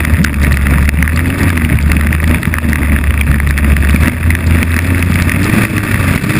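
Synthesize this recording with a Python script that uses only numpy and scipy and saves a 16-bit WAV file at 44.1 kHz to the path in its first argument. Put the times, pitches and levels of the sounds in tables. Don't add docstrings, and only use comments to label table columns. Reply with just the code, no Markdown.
import sys
import numpy as np
from scipy import signal
from scipy.fft import rfft, irfft
from scipy.io import wavfile
from scipy.ndimage import uniform_filter1d

SR = 44100
rng = np.random.default_rng(int(sys.argv[2]) if len(sys.argv) > 2 else 0)


def gain_from_db(level_db):
    decades = np.asarray(level_db, float) / 20
    return 10 ** decades


def dump(signal):
    limited = np.clip(np.atleast_2d(signal).T, -1, 1)
    pcm = np.round(limited * 32767).astype(np.int16)
    wavfile.write(sys.argv[1], SR, pcm)


N = 281799

# (time [s], spray level [dB])
WETNESS = [(0, -41.5), (.3, -54.5), (.5, -49.5), (.62, -44.5), (1.4, -45), (2.2, -45), (3.8, -45.5),
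           (4.05, -36), (4.4, -49.5), (4.55, -37), (5.35, -39.5), (5.45, -37), (5.65, -25), (5.67, -33),
           (6.1, -33.5), (6.2, -32), (6.39, -26.5)]
# (time [s], peak level [dB])
DROPS = [(.0491, -12), (0.2419, -6), (.431, -11), (.527, -11), (0.7059, -11.5), (1.161, -11), (1.391, -12),
         (1.432, -8), (1.4922, -11), (1.8256, -15), (2.123, -16), (2.24, -14), (2.276, -11), (2.4298, -12),
         (2.696, -13), (3.4897, -14), (3.578, -12), (3.908, -13), (3.961, -13), (4.304, -16), (4.47, -13.5),
         (4.718, -14.5), (4.7648, -6), (4.9924, -16), (5.1141, -12), (5.1408, -11), (5.222, -8),
         (5.43, -11), (5.443, -7.5)]
SHOWER_FROM_S, SHOWER_TO_S, SHOWER_DB = 0.34, 0.63, -24
MIST_PER_S, MIST_DB, MIST_SPREAD_DB = 80, -43.5, 4.5

# (time [s], peak level [dB], start pitch [Hz], end pitch [Hz], length [s])
SLAPS = [
    (0.119, -2.5, 90.5, 79, 0.043),
    (.16, -5.5, 113.4, 246, 0.091),
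    (.96, -8, 119.1, 217.5, 0.061),
    (1.7, -8, 169.8, 73.7, 0.108),
    (5.95, -24.5, 111.9, 168.2, 0.057),
]
# (crest time [s], blow on hull [dB], length [s], propeller bite [dB])
WAVES = [(0.155, 9, 0.23, 5), (0.465, 8.5, 0.17, 9.5), (0.737, 9.5, 0.21, 10), (.83, -4.5, 0.13, 2),
         (1.007, 3.5, 0.16, 3), (1.263, 2.5, 0.22, 6.5), (1.442, 11, 0.16, -8), (1.622, 3.5, 0.25, 7.5),
         (1.729, 6.5, 0.099, 1), (1.953, 5.5, 0.22, 10.5), (2.098, 4, 0.15, 7), (2.32, 9, 0.15, 6.5),
         (2.492, -2, 0.17, 0), (2.686, 8, .18, 13.5), (2.812, 9.5, 0.116, 1), (2.936, 8, 0.13, 9.5),
         (3.34, 10, 0.17, 11.5), (3.481, -1.5, 0.071, -3), (3.672, 6, 0.2, 11), (3.95, -1.5, 0.18, 0.5),
         (4.088, 8.5, 0.19, 12), (4.306, 1.5, .15, 3.5), (4.581, 7, 0.26, 10), (4.735, 5, 0.15, 6),
         (4.92, 3.5, 0.25, 7), (5.404, 4.5, 0.48, 5.5), (5.593, 11.5, 0.15, 6), (5.8, 1.5, 0.28, 2.5),
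         (6.122, 5.5, .13, 7.5), (6.34, -0.5, 0.21, 5.5)]
# (frequency [Hz], level [dB per Hz])
HULL = [(12, -52), (20, -54), (38, -8.5), (67, -8), (85, -7.5), (125, -5), (232, -6), (454, -24),
        (595, -20), (792, -31.5), (900, -26), (1170, -32), (1980, -120)]

# (frequency [Hz], width [Hz], level [dB])
CASE = [
    (648, 880, -15),
    (953, 39, -6),
    (1181, 183, -1),
    (1476, 360, -5.5),
    (1850, 473, -0.5),
    (2274, 310, -3),
    (2570, 273, -1),
    (3492, 590, -15),
    (4930, 610, -20),
]
# (time [s], peak level [dB], ring [Hz], bright tick under peak [dB])
KNOCKS = [(0.2455, 5, 1600, -30), (0.5705, 1, 1940, -12), (0.7818, -4, 1890, -18), (0.89, -0.5, 1940, -21),
          (1.0256, -0.5, 2040, -28), (1.3016, -7, 2160, -20), (1.501, -3, 1690, -34),
          (1.5754, -2, 2027, -27), (1.7873, -5.5, 2280, -17), (1.9159, -2, 2080, -20.5),
          (2.0098, -2, 1910, -19.5), (2.148, -4, 1820, -30), (2.3445, -3, 1820, -35),
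          (2.5396, -0.5, 1920, -11), (2.583, 1, 1872, -24), (2.7567, -1.5, 2030, -19),
          (3.1064, 0, 2020, -22), (3.2099, -1.5, 2400, -35), (3.4007, 2, 1970, -26), (3.472, -4, 1893, -23),
          (3.5071, -0.5, 1838, -18), (3.5853, -2, 1822, -12), (3.7661, -1.5, 1889, -18),
          (3.9449, -8, 1830, -29), (4.0957, -2.5, 2160, -32), (4.3499, -1.5, 1850, -34),
          (4.7891, 4, 1830, -11), (5.025, -5.5, 2400, -26.5), (5.65, 0, 1970, -30.5),
          (6.1755, -1.5, 1956, -31)]
# (time [s], peak level [dB], ring [Hz])
TAPS = [(0.0044, -7.5, 1930), (0.0483, -6, 2055), (0.4459, -2.5, 1850), (0.5192, -6, 1870),
        (0.7362, -2.5, 1580), (0.8773, -11, 2120), (1.077, -0.5, 1955), (1.1734, -7.5, 1935),
        (1.1913, -4.5, 1850), (1.257, -9, 2030), (1.6477, -6.5, 2100), (2.0691, -6.5, 1850),
        (2.2, -10, 1890), (2.4294, -9, 1880), (2.8308, -7, 2044), (2.9614, -5, 1789), (3.3134, -3, 1823),
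        (3.342, -3.5, 1817), (3.8244, -8.5, 1880), (3.895, -4, 2213), (3.9594, -5, 2313),
        (4.0566, -2, 1859), (4.0801, 0.5, 1738), (4.3032, -4, 2025), (4.6279, -3.5, 2323),
        (4.7636, -2.5, 1826), (5.1556, -5.5, 2114), (5.223, -5, 2060), (5.2944, -0.5, 1910),
        (5.6376, -6, 1707)]
# (time [s], peak level [dB])
NUDGES = [(0.3401, -13), (0.6679, -5), (1.0962, -7.5), (1.699, -6.5), (2.046, -9), (2.1269, -2),
          (2.2393, -6), (2.3104, -3.5), (2.4536, -3.5), (2.7209, -8), (2.7303, -0.5), (2.9184, -10),
          (3.039, -5), (3.1749, -10), (3.576, -4.5), (3.6436, -7.5), (3.8704, -9), (4.0718, -1.5),
          (4.5086, -5), (4.569, -6.5), (4.7418, -4), (4.9799, -6.5), (5.3171, -2.5), (5.3457, -5.5),
          (5.731, -10.5), (5.7792, -2), (5.912, -10), (5.9413, -6), (6.124, -7.5), (6.2941, -6)]
CHATTER_PER_S, CHATTER_PER_S_PER_DB = 22, 5
CHATTER_DB, CHATTER_SPREAD_DB = -13, 2
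CHATTER_HZ, CHATTER_SPREAD_HZ = 1940, 110

# (time [s], shaft speed [Hz], load level [dB])
ENGINE = [(0.0, 74.53, -16), (0.19, 79.15, -20), (0.28, 72.4, -14.5), (0.73, 70.1, -11),
          (1.01, 73.32, -12.5), (1.41, 94.33, -17), (1.73, 72.63, -12), (1.92, 73.38, -11.5),
          (2.46, 81.77, -13.5), (2.83, 72.4, -12.5), (3.92, 71.18, -11), (4.07, 81.81, -9.5),
          (4.77, 83.2, -13.5), (4.84, 88.5, -15), (5.3, 85.86, -14.5), (5.59, 111.9, -15.5),
          (6.1, 87.87, -18), (6.39, 107.9, -23)]
# (time [s], depth [dB], length [s])
SKIPS = [(.3, 2.5, 0.14), (1.37, 9, .1), (1.7, 9, 0.1), (2.42, 17, 0.11), (2.59, 3, 0.068),
         (2.78, 2, 0.077), (3.0, 1, 0.12), (4.15, 6, 0.23), (4.41, 8, 0.11), (4.8, -1.5, 0.11),
         (5.3, -6, 0.065), (5.49, 9.5, 0.11), (5.71, 10.5, .1), (5.89, 5, 0.1), (6.21, 5, 0.13)]
THIRD_DB, THIRD_DB_PER_HZ = -29, 0.09

POUND_DB, BUZZ_DB = -21.5, -28.5
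FIRST_SHARE, POUND_SHARE, BUZZ_SHARE, SPRAY_SHARE = 0.31, 0.69, 0.58, 0.29
POUND_WET, BUZZ_WET = 0.25, 0.6

# (time [s], cut [dB], negative lifts the gain)
BITES = [(0.252, -11.5), (.576, 3), (.896, 2.5), (1.33, 0.5), (2.358, 3.5), (2.591, 4), (2.98, 1.5),
         (3.215, 2), (3.59, -2), (4.105, 1.5), (4.36, -0.5), (4.796, -1), (5.656, 0), (6.18, 1.5)]
STREAM_HZ, HOLD, EDGE_HZ = 12000, 4, 15420


def evened(x):
    return x / np.sqrt(np.mean(x ** 2) + 1e-20)


def curves(rows):
    s, *columns = np.transpose(rows)
    return [np.interp(np.arange(N) / SR, s, c) for c in columns]


def drift(hz):
    return evened(signal.lfilter(*signal.butter(2, hz, fs=SR), rng.standard_normal(N)))


def humps(rows):
    t = np.arange(N) / SR
    swells = [db * np.clip(1 - (2 * (t - s) / length) ** 2, 0, 1) ** 1.22 for s, db, length in rows]
    return np.max(swells, axis=0)


def case(x):
    out = 0
    for k, (hz, width, db) in enumerate(CASE):
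        r = np.exp(-np.pi * width / SR)
        pole = r * np.exp(2j * np.pi * hz / SR)
        ring = signal.lfilter([(1 - r) ** 2], [1, -2 * pole, pole ** 2], x).real
        out = out + (-1) ** k * gain_from_db(db) * ring
    return out


def spray(level_db):
    t = np.arange(round(0.0024 * SR)) / SR
    shape = gain_from_db(level_db - 5 + 1.0 * drift(hz=141))
    when, size = rng.random(size=(20, 2)).T
    shower_s = SHOWER_FROM_S + (SHOWER_TO_S - SHOWER_FROM_S) * when
    shower = list(zip(shower_s, SHOWER_DB + 6 * (size - .5)))
    knock_ticks = [(s, db + tick_db) for s, db, _, tick_db in KNOCKS]
    for s, db in DROPS + shower + knock_ticks:
        shape[round(s * SR):][:len(t)] += gain_from_db(db - 7.0) * t / 0.0012 * np.exp(1 - t / 0.00092)
    mist_sizes = gain_from_db(MIST_DB + MIST_SPREAD_DB * np.minimum(rng.exponential(1, N), 4))
    mist = mist_sizes * (rng.random(N) < MIST_PER_S / SR)
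    shape = shape + abs(signal.oaconvolve(mist, np.hanning(len(t)))[:N])
    bright = signal.butter(2, [3100, 5500], "band", fs=SR, output="sos")
    return shape * evened(signal.sosfilt(bright, rng.standard_normal(N)))


def slaps():
    out = np.zeros(N)
    for s, db, start_hz, end_hz, length in SLAPS:
        hz = np.geomspace(start_hz, end_hz, round(length * SR))
        thump = np.hanning(len(hz)) * np.sin(2 * np.pi * np.cumsum(hz) / SR)
        out[round(s * SR):][:len(hz)] += gain_from_db(db) * thump
    return out


def pounding(level_db):
    hz = np.fft.rfftfreq(N, 1 / SR)
    f, db = np.transpose(HULL)
    colour = gain_from_db(np.interp(np.log(hz + 1), np.log(f + 1), db, right=-100))
    lumps = gain_from_db(0.52 * drift(hz=38.6))
    rumble = irfft(rfft(rng.standard_normal(N)) * colour, N)
    return gain_from_db(level_db + 1.0) * evened(lumps * rumble)


def buzz(level_db, turns, spray_db):
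    shake = 1 + .8 * np.cos(2 * np.pi * turns - .4)
    hits = rng.random(N) < 300 * shake / SR
    sizes = gain_from_db(6.5 * np.minimum(rng.exponential(1, N), 3.2)) * hits
    puff = signal.windows.hann(round(0.0023 * SR)) ** 2
    puffs = signal.oaconvolve(sizes, puff)[:N]
    wet_db = 0.38 * np.maximum(spray_db + 52.0, 0)
    rattle = evened(case(puffs * rng.standard_normal(N)))
    hiss = evened(case(gain_from_db(1.22 * drift(hz=147)) * rng.standard_normal(N)))
    return gain_from_db(level_db) * (gain_from_db(2 - wet_db) * rattle + gain_from_db(-2.0) * hiss)


def chatter(wave_db):
    slot_s = .0125
    slots = np.arange(0, N / SR - .03, slot_s)
    chance, place, size, tune = rng.random((len(slots), 4)).T
    s = slots + slot_s * place
    firm = np.array([row[0] for row in KNOCKS + TAPS + NUDGES])
    per_s = CHATTER_PER_S + CHATTER_PER_S_PER_DB * wave_db[(s * SR).astype(int)]
    clear = abs(s[:, None] - firm).min(axis=1) > .007
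    keep = (chance < per_s * slot_s) & clear
    db = CHATTER_DB + 2 * CHATTER_SPREAD_DB * (size - .5)
    hz = CHATTER_HZ + 2 * CHATTER_SPREAD_HZ * (tune + place - 1)
    return np.transpose([s, db, hz])[keep].tolist()


def knocks(wave_db):
    t = np.arange(round(.012 * SR)) / SR
    hiss = evened(case(rng.standard_normal(N)))
    nudges = [(s, db, CHATTER_HZ) for s, db in NUDGES]
    rows = [row[:3] for row in KNOCKS] + TAPS + nudges + chatter(wave_db)
    draws = rng.random((600, 3))
    ring, scrape = np.zeros((2, N + len(t)))
    for (s, db, hz), (phase, span, beat) in zip(rows, draws):
        u = t / (0.0012 + 0.0019 * span)
        swell = gain_from_db(db) * 1.92 * u * np.exp(-u ** 3 / 2)
        other = 0.28 * np.cos(2 * np.pi * (hz * (1.14 + 0.24 * beat) * t + beat))
        at = slice(round(s * SR), round(s * SR) + len(t))
        ring[at] += swell * (np.cos(2 * np.pi * (hz * t + phase)) + other)
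        scrape[at] += swell
    return gain_from_db(-4.5) * ring[:N] + gain_from_db(-9.0) * scrape[:N] * hiss


def engine(wave_db, bite_db):
    hz, load_db = curves(ENGINE)
    first_db = load_db - 0.5 + FIRST_SHARE * wave_db - humps(SKIPS)
    third_db = THIRD_DB + THIRD_DB_PER_HZ * (hz - 75) + bite_db
    turns = np.cumsum(hz * (1 + .012 * drift(hz=33.0))) / SR
    orders_db = [first_db, first_db - 16.0, third_db, third_db - 12.0]
    flutters_db = [1.9, 6.2, 1.54, 4.15]
    tones = np.zeros(N)
    for k, (db, flutter_db) in enumerate(zip(orders_db, flutters_db)):
        level = gain_from_db(db + flutter_db * drift(hz=39.3))
        tones += level * np.cos(2 * np.pi * (k + 1) * turns + 1.0 * k)
    return np.sqrt(2) * tones, turns


def scene():
    wave_db = humps([row[:3] for row in WAVES])
    wet_db, = curves(WETNESS)
    bite_db = humps([(s, bite, length) for s, _, length, bite in WAVES])
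    tones, turns = engine(wave_db, bite_db)
    pounding_db = POUND_DB + POUND_SHARE * wave_db + POUND_WET * (wet_db + 43)
    buzz_db = BUZZ_DB + BUZZ_SHARE * wave_db + BUZZ_WET * (wet_db + 44.5)
    spray_db = wet_db + SPRAY_SHARE * wave_db
    shudder = drift(hz=67)
    water = pounding(pounding_db + 3.4 * shudder) + slaps() + spray(spray_db + 3.3 * shudder)
    loose_case = buzz(buzz_db + 2.0 * shudder, turns, spray_db) + knocks(wave_db)
    return (tones + water + loose_case)[None]


def low_pass(x):
    return signal.sosfilt(signal.butter(12, 16470, fs=SR, output="sos"), x)


def record(dry):
    t = np.arange(N) / SR
    peak_db = 20 * np.log10(abs(dry[0]) + 1e-6)
    fall = 50.6 * t
    over_db = np.maximum(np.maximum.accumulate(peak_db + fall) - fall + 3.0, 0)
    late_db = np.roll(uniform_filter1d(over_db, 130), 160)
    bite_db = np.zeros(N)
    for s, db in BITES:
        bite_db += db * np.clip((t - s) / 0.0066, 0, 1) * np.exp(-np.maximum(t - s, 0) / 0.081)
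    ducked = dry[0] * gain_from_db(2.0 - 0.83 * late_db - bite_db)
    guard = signal.butter(6, 5600, fs=SR, output="sos")
    smooth = signal.sosfilt(guard, ducked)
    stream = np.clip(signal.resample_poly(smooth, STREAM_HZ // 300, SR // 300), -.975, .975)
    held = signal.resample_poly(np.repeat(stream, HOLD), SR // 300, HOLD * STREAM_HZ // 300)
    edge = signal.firwin(161, EDGE_HZ, window=("kaiser", 7), fs=SR)
    soft = signal.oaconvolve(held, edge, "same")[:N]
    return low_pass(soft[None])


dry = scene()
out = record(dry)
dump(out)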